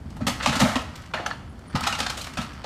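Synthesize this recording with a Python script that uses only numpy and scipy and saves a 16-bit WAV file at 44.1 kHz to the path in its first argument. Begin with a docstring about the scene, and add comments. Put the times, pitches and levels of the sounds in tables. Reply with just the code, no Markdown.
"""Across a street, over a low engine and traffic rumble, an excavator tears at a building. Boards and
plaster crack in a first cascade, heavy pieces thud on the floors, joists ring and grit trickles after.
Just past one second a smaller fall sets loose timbers knocking, and two faint, high squeaks follow.
A second cascade breaks at about 1.75 s and thins out to a last knock. The gutted rooms and the house
fronts echo each fall."""
import sys
import numpy as np
from scipy import signal
from scipy.fft import rfft, irfft, next_fast_len
from scipy.io import wavfile

SR = 44100
rng = np.random.default_rng(int(sys.argv[2]) if len(sys.argv) > 2 else 0)


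def output_pcm(signal):
    """Save a mono or channel-first signal as 16-bit PCM at the path in sys.argv[1].

    Samples are clipped to [-1, 1] before scaling.
    """
    pcm = np.clip(np.atleast_2d(signal).T, -1, 1) * 32767
    wavfile.write(sys.argv[1], SR, np.round(pcm).astype(np.int16))


N = 116865


def undb(db):
    """Decibels to gain."""
    return 10 ** (np.asarray(db) / 20)


def rms(x):
    """Average level of a signal."""
    return np.sqrt(np.mean(x ** 2) + 1e-20)


def unit(x):
    """Scale to an rms of 1."""
    return x / rms(x)


def add(out, x, at):
    """Mix a sound in at a time in seconds."""
    i = max(int(at * SR), 0)
    out[i:i + len(x)] += x[:max(len(out) - i, 0)]


def fader(points):
    """Gain that rides through (s, dB) points."""
    return undb(np.interp(np.arange(N) / SR, *np.array(points).T))


def band(x, lo_hz, hi_hz, order=2):
    """Band-pass filter."""
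    return signal.lfilter(*signal.butter(order, [lo_hz, min(hi_hz, SR / 2 - 1)], "band", fs=SR), x)


def eq(x, points):
    """Minimum-phase equaliser through (Hz, dB) points."""
    size = next_fast_len(len(x)) * 2
    hz, db = np.array(points).T
    bin_hz = np.arange(size // 2 + 1) * SR / size
    gain = undb(np.interp(np.log(bin_hz + 1), np.log(hz), db))
    cepstrum = irfft(np.log(gain))
    cepstrum[1:size // 2] *= 2  # folded forward, so nothing rings ahead of a hit
    cepstrum[size // 2 + 1:] = 0
    return irfft(rfft(x, size) * np.exp(rfft(cepstrum)))[:len(x)]


def fractures(size, per_s=8000, scatter_db=4):
    """Random tiny clicks, a few much stronger than the rest."""
    strength = undb(scatter_db * np.minimum(rng.exponential(size=size), 4))
    return (rng.random(size) < per_s / SR) * np.sign(rng.standard_normal(size)) * strength


def fade(t, t60):
    """Exponential tail, 60 dB down after t60 seconds."""
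    return np.exp(-np.log(1000) * t / t60)


def blow(t, attack, decay, hold_share=0.34):
    """Impact envelope: quick rise, short hold, exponential release."""
    return np.minimum(t / attack, 1) * np.exp(-np.maximum(t - attack - hold_share * decay, 0) / decay)


# Edges in Hz of the body, crack and splinter bands.
CRASH_BANDS_HZ = [520, 1900, 5200, 11000]
# Rubble breaking and landing. Each row: start, attack and decay in seconds, then body, crack and
# splinter levels in dB.
CRASHES = [(.165, 0.0023, 0.0096, -42, -59, -48.5), (.204, 0.0069, 0.019, -41, -48, -56),
           (.2665, 0.0016, 0.02, -23.5, -25, -25.5), (.399, 0.0049, 0.0091, -28, -33.5, -67),
           (.420, 0.0081, 0.04, -32.5, -30.5, -39), (.4595, 0.0009, 0.0076, -14.5, -19, -29),
           (.469, .0043, .016, -39, -26.5, -33), (.491, 0.0035, 0.0084, -28.5, -26.5, -42),
           (.518, 0.0064, 0.024, -29, -30, -37), (.549, .0077, 0.017, -29, -29, -31),
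           (.592, 0.0088, 0.018, -22, -22, -24.5), (.613, 0.0018, 0.012, -17, -32, -31),
           (.645, .003, 0.066, -28.5, -35, -36.5), (.7555, 0.0012, 0.004, -19.5, -23, -33.5),
           (.763, 0.0011, 0.0061, -23.5, -28, -36), (1.1355, 0.0022, 0.018, -24, -32.5, -44.5),
           (1.164, 0.0042, 0.08, -36, -47.5, -58), (1.260, 0.0027, 0.0054, -28.5, -29.5, -34),
           (1.302, 0.0046, .0091, -35, -37, -68), (1.592, 0.0014, .0012, -45, -61, -47.5),
           (1.748, 0.0095, 0.012, -24.5, -29, -38), (1.806, 0.0026, .0025, -30, -34, -29.5),
           (1.829, 0.011, 0.004, -35, -25.5, -37), (1.864, 0.0079, .0075, -21, -21.5, -26.5),
           (1.922, .005, 0.0078, -30, -24.5, -35), (1.948, 0.0062, 0.0031, -33, -29.5, -36),
           (1.984, 0.0062, .01, -31, -31, -33.5), (2.0, 0.0031, 0.0068, -25, -22.5, -27.5),
           (2.027, 0.0038, 0.0059, -45, -28.5, -41), (2.062, 0.0043, 0.0045, -26.5, -22.5, -34.5),
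           (2.095, 0.0064, 0.0079, -32.5, -28, -31), (2.168, 0.0073, .016, -38, -36, -34.5),
           (2.21, 0.0058, 0.01, -47, -35.5, -35), (2.266, 0.0032, 0.0071, -34, -40, -39.5),
           (2.370, 0.0034, 0.015, -28.5, -30.5, -37.5), (2.410, 0.0037, 0.019, -38.5, -37, -42),
           (2.638, 0.0037, 0.016, -37, -38, -51)]


def crashes(place_count=6, ring_t60_s=0.014, ring_db=-10, crumble_gain=0.35):
    """Each break is a burst of tiny fractures that rings its own piece; one track per landing place."""
    places, t = np.zeros((place_count, N)), np.arange(SR // 5) / SR
    for k, (at, attack, decay, *levels) in enumerate(CRASHES):
        env = blow(t, attack, decay)
        burst = env * (fractures(len(t)) + crumble_gain * rng.standard_normal(len(t)))
        piece_hz = 600 * 8 ** rng.random(size=9)  # nine modes between 600 and 4800 Hz
        ring = np.sin(2 * np.pi * piece_hz[:, None] * t).sum(0) * fade(t, ring_t60_s)
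        piece = unit(burst) + undb(ring_db) * unit(signal.fftconvolve(burst, ring)[:len(t)])
        bands = zip(levels, CRASH_BANDS_HZ, CRASH_BANDS_HZ[1:])
        body, crack, splinter = (undb(db) * unit(band(piece, lo, hi)) for db, lo, hi in bands)
        add(places[k % place_count], (body - crack + splinter) * rms(env), at)
    return places


# Resonances of the rubble heap. Each row: centre in Hz, width in Hz, gain in dB.
HEAP_RESONANCES = [(550, 86, -15), (870, 150, -12.5), (1302, 88, 3.5), (2822, 120, -1.5), (4270, 1140, -6)]
# Overall tone of the rubble. Each row: frequency in Hz, gain in dB.
RUBBLE_EQ = [(380, -5), (800, -1), (1700, -4), (3000, -3), (5000, -5.5), (7500, -4.5), (10000, -8.5),
             (15000, -3.5)]


def heap(debris):
    """The rubble heap resonates and colours whatever lands on it."""
    ring = sum(undb(db) * band(debris, hz - width / 2, hz + width / 2, order=1)
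               for hz, width, db in HEAP_RESONANCES)
    return eq(debris + ring, RUBBLE_EQ)


# The boom of the timber floors. Each row: mode frequency in Hz, level in dB.
FLOOR_MODES = [(82, -9), (118, -8), (145, -6.5), (188, -4), (228, -3.5), (256, -4.5), (298, -15)]
# Heavy landings. Each row: start in seconds, level in dB, tilt in dB per octave, decay in seconds.
THUDS = [(0.055, -33, -11.5, 0.015), (.214, -26.5, -1, 0.023), (0.27, -23.5, 4, 0.021),
         (.474, -24, -1, 0.03), (.491, -31.5, 2, 0.04), (.563, -23.5, 1, 0.0086), (.611, -17, 4.5, 0.032),
         (.631, -19, 3, 0.014), (1.139, -36, 9, 0.014), (1.745, -19.5, -7.5, 0.014), (1.817, -32, 3, 0.023),
         (2.001, -34.5, 19, 0.035), (2.38, -26.5, -3, 0.022)]


def thuds(attack_s=0.0027, detune=0.032):
    """Heavy pieces shake the floors; each thud has its own tilt, from deep boom to higher bump."""
    out, t = np.zeros(N), np.arange(SR // 3) / SR
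    hz, db = np.array(FLOOR_MODES).T
    for at, level_db, tilt, decay in THUDS:
        detuned_hz = hz * (1 + detune * rng.standard_normal(len(hz)))
        phase = rng.random(len(hz))
        modes = np.sin(2 * np.pi * (detuned_hz[:, None] * t + phase[:, None]))
        body = undb(db + tilt * np.log2(hz / hz.mean())) @ modes
        env = blow(t, attack_s, decay)
        add(out, undb(level_db) * unit(body * env) * rms(env), at)
    return out


# Pieces that land free and ring. Each row: start in seconds, pitch in Hz, level in dB.
CLANKS = [(.206, 615, -28), (.216, 232, -21.5), (.633, 250.5, -10), (.655, 600, -21), (0.758, 255.4, -13.5),
          (1.175, 1780, -23.5), (1.2, 2960, -36), (1.2615, 6035, -26.5), (1.312, 1715, -22),
          (1.317, 4400, -33.5), (1.814, 1280, -22), (1.894, 1296, -25), (2.097, 4250, -22.5),
          (2.212, 4140, -25)]


def clanks(t60_at_1khz_s=0.059, t60_slope=0.4, attack_cycles=1.7):
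    """Joists, boards and slates each ring at one pitch; big ones speak slowly and last longer."""
    out, t = np.zeros(N), np.arange(SR // 3) / SR
    for at, hz, db in CLANKS:
        t60 = t60_at_1khz_s * (1000 / hz) ** t60_slope
        env = np.minimum(t * hz / attack_cycles, 1) * fade(t, t60)
        add(out, undb(db) * env * np.sin(2 * np.pi * (hz * t + rng.random())), at)
    return out


# The ring of a timber. Each row: mode frequency in Hz, level in dB, 60 dB ring time in seconds.
TIMBER_MODES = [(759, -13, 0.12), (848, -11.5, 0.085), (1340, -4, 0.044), (1490, -0.5, 0.013),
                (1727, -1, 0.03), (2820, -19, 0.15), (4490, -22, 0.084)]
# Wooden knocks. Each row: start in seconds, level in dB, pitch ratio applied to the modes.
KNOCKS = [(.4605, -22, .66), (1.1433, -29, 0.67), (1.197, -25, 0.39), (1.262, -16, 0.99),
          (1.3108, -23, 1.0), (2.642, -24.5, 0.41)]


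def knocks(contact_s=0.001):
    """Loose timbers drop and ring briefly."""
    out, t = np.zeros(N), np.arange(SR // 4) / SR
    for at, level_db, ratio in KNOCKS:
        ring = sum(undb(db) * fade(t, t60) * np.sin(2 * np.pi * (hz * ratio * t + rng.random()))
                   for hz, db, t60 in TIMBER_MODES)
        add(out, undb(level_db) * ring * np.minimum(t / contact_s, 1), at)
    return out


# Tone of the grit. Each row: frequency in Hz, gain in dB.
GRIT_EQ = [(200, -20), (600, -7.5), (1200, 14.5), (2500, 2.5), (4500, 2), (8000, -14), (15000, -28.5)]
# The trickle swells with each cascade. Each row: time in seconds, level in dB.
GRIT_FADER = [(0, -61.5), (.25, -51.5), (.34, -45.5), (.7, -35.5), (.87, -49), (1.05, -50), (1.35, -56),
              (1.55, -61.5), (1.69, -51.5), (1.85, -31), (2.1, -42), (2.31, -48), (2.44, -44), (2.6, -49.5)]


def grit(grains_per_s=2200, scatter_db=4.3, grain_t60_s=0.013, layers=4):
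    """Crumbs of plaster and brick patter down after the breaks, each a tiny puff of noise."""
    patter, t = np.zeros(N), np.arange(SR // 50) / SR
    for _ in range(layers):
        landings = fractures(N, grains_per_s / layers, scatter_db)
        grain = rng.standard_normal(len(t)) * fade(t, grain_t60_s)
        patter += signal.fftconvolve(landings, grain)[:N]
    return unit(eq(patter, GRIT_EQ)) * fader(GRIT_FADER)


# Single chips between the crashes. Each row: start in seconds, level in dB.
CHIPS = [(.1, -47.5), (.813, -41.5), (.953, -36.5), (1.016, -46), (1.056, -47.5), (2.24, -33), (2.332, -39),
         (2.53, -45.5)]


def chips(lo_hz=1500, hi_hz=8500, attack_s=0.0046, decay_s=0.0066):
    """Small chips of plaster land and shatter with a dry tick."""
    out, t = np.zeros(N), np.arange(SR // 10) / SR
    env = blow(t, attack_s, decay_s)
    for at, db in CHIPS:
        tick = band(env * fractures(len(t)), lo_hz, hi_hz)
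        add(out, undb(db) * unit(tick) * rms(env), at)
    return out


# Faint high squeaks. Each row: start and length in seconds, opening pitch in Hz, level in dB.
SQUEAKS = [(1.48, .06, 10280, -63), (1.659, 0.072, 9570, -55.5)]


def squeaks(fall_hz_per_s=5200, roughness=3, flutter_hz=(9.7, 170)):
    """Thin tones sag in pitch, roughened by a fast random flutter in level."""
    out, t = np.zeros(N), np.arange(SR // 5) / SR
    for at, length, hz, db in SQUEAKS:
        flutter = unit(band(rng.standard_normal(len(t)), *flutter_hz))
        tone = np.sin(2 * np.pi * (hz - fall_hz_per_s * t / 2) * t)
        swell = np.sin(np.pi * np.minimum(t / length, 1))
        add(out, undb(db) * unit(1 + roughness * flutter) * tone * swell, at)
    return out


def echoes(x, room_db=-6.5, room_t60_s=0.2, fronts_db=-10, low_t60_s=0.69, high_t60_s=0.51):
    """The gutted rooms answer quickly, the house fronts later and longer."""
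    t = np.arange(SR) / SR
    onset = t / 0.013  # the rooms build over 13 ms, then the fronts come in
    room_noise, fronts_noise = rng.standard_normal((2, len(t)))
    rooms = room_noise * fade(t, room_t60_s) * np.minimum(onset, 1)
    lows = signal.lfilter(*signal.butter(1, 3500, fs=SR), fronts_noise)
    highs = fronts_noise - lows
    fronts = (lows * fade(t, low_t60_s) + highs * fade(t, high_t60_s)) * np.clip(onset - 1, 0, 1)
    response = (undb(room_db) * unit(rooms) + undb(fronts_db) * unit(fronts)) / np.sqrt(len(t))
    return signal.fftconvolve(x, response)[:N]


# Tone of the low rumble and of the street wash. Each row: frequency in Hz, gain in dB.
RUMBLE_EQ = [(20, -31), (32, -19), (48, -9), (68, -3), (95, -6.5), (135, -9.5), (180, -11), (260, -11.5),
             (380, -26.5), (900, -70)]
WASH_EQ = [(60, -14.5), (230, 10), (400, 5), (800, 5), (1250, -4), (2000, -9.5), (4500, -17.5),
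           (7500, -19.5), (10000, -23), (15000, -34)]
# Swells of the rumble. Each row: time in seconds, level in dB.
RUMBLE_FADER = [(0, -41.5), (.28, -33.5), (.4, -37), (.7, -35.5), (.95, -41.5), (1.53, -40.5),
                (1.65, -44.5), (1.85, -38), (2.3, -40.5), (2.42, -37.5), (2.65, -43.5)]


def street(wash_db=-51):
    """Engine and traffic rumble swells and sinks beneath a steady street wash."""
    rumble = unit(eq(rng.standard_normal(N), RUMBLE_EQ)) * fader(RUMBLE_FADER)
    wash = undb(wash_db) * unit(eq(rng.standard_normal(N), WASH_EQ))
    return rumble + wash


def scene(knock_send_db=-6, thud_send_db=-6, clank_send_db=-10):
    """Mono mix: rubble with its own echo for each place, a shared echo for the hits, then the bed."""
    rubble = heap(sum(place + echoes(place) for place in [*crashes(), chips()]))
    timbers, floors, pieces = knocks(), thuds(), clanks()
    send = undb(knock_send_db) * timbers + undb(thud_send_db) * floors + undb(clank_send_db) * pieces
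    return (rubble + timbers + floors + pieces + echoes(send) + grit() + squeaks() + street())[None]


def record(dry, top_hz=15500):
    """A steep low-pass trims the very top of the mix."""
    return signal.sosfilt(signal.ellip(10, .2, 80, top_hz, fs=SR, output="sos"), dry)


dry = scene()
out = record(dry)
output_pcm(out)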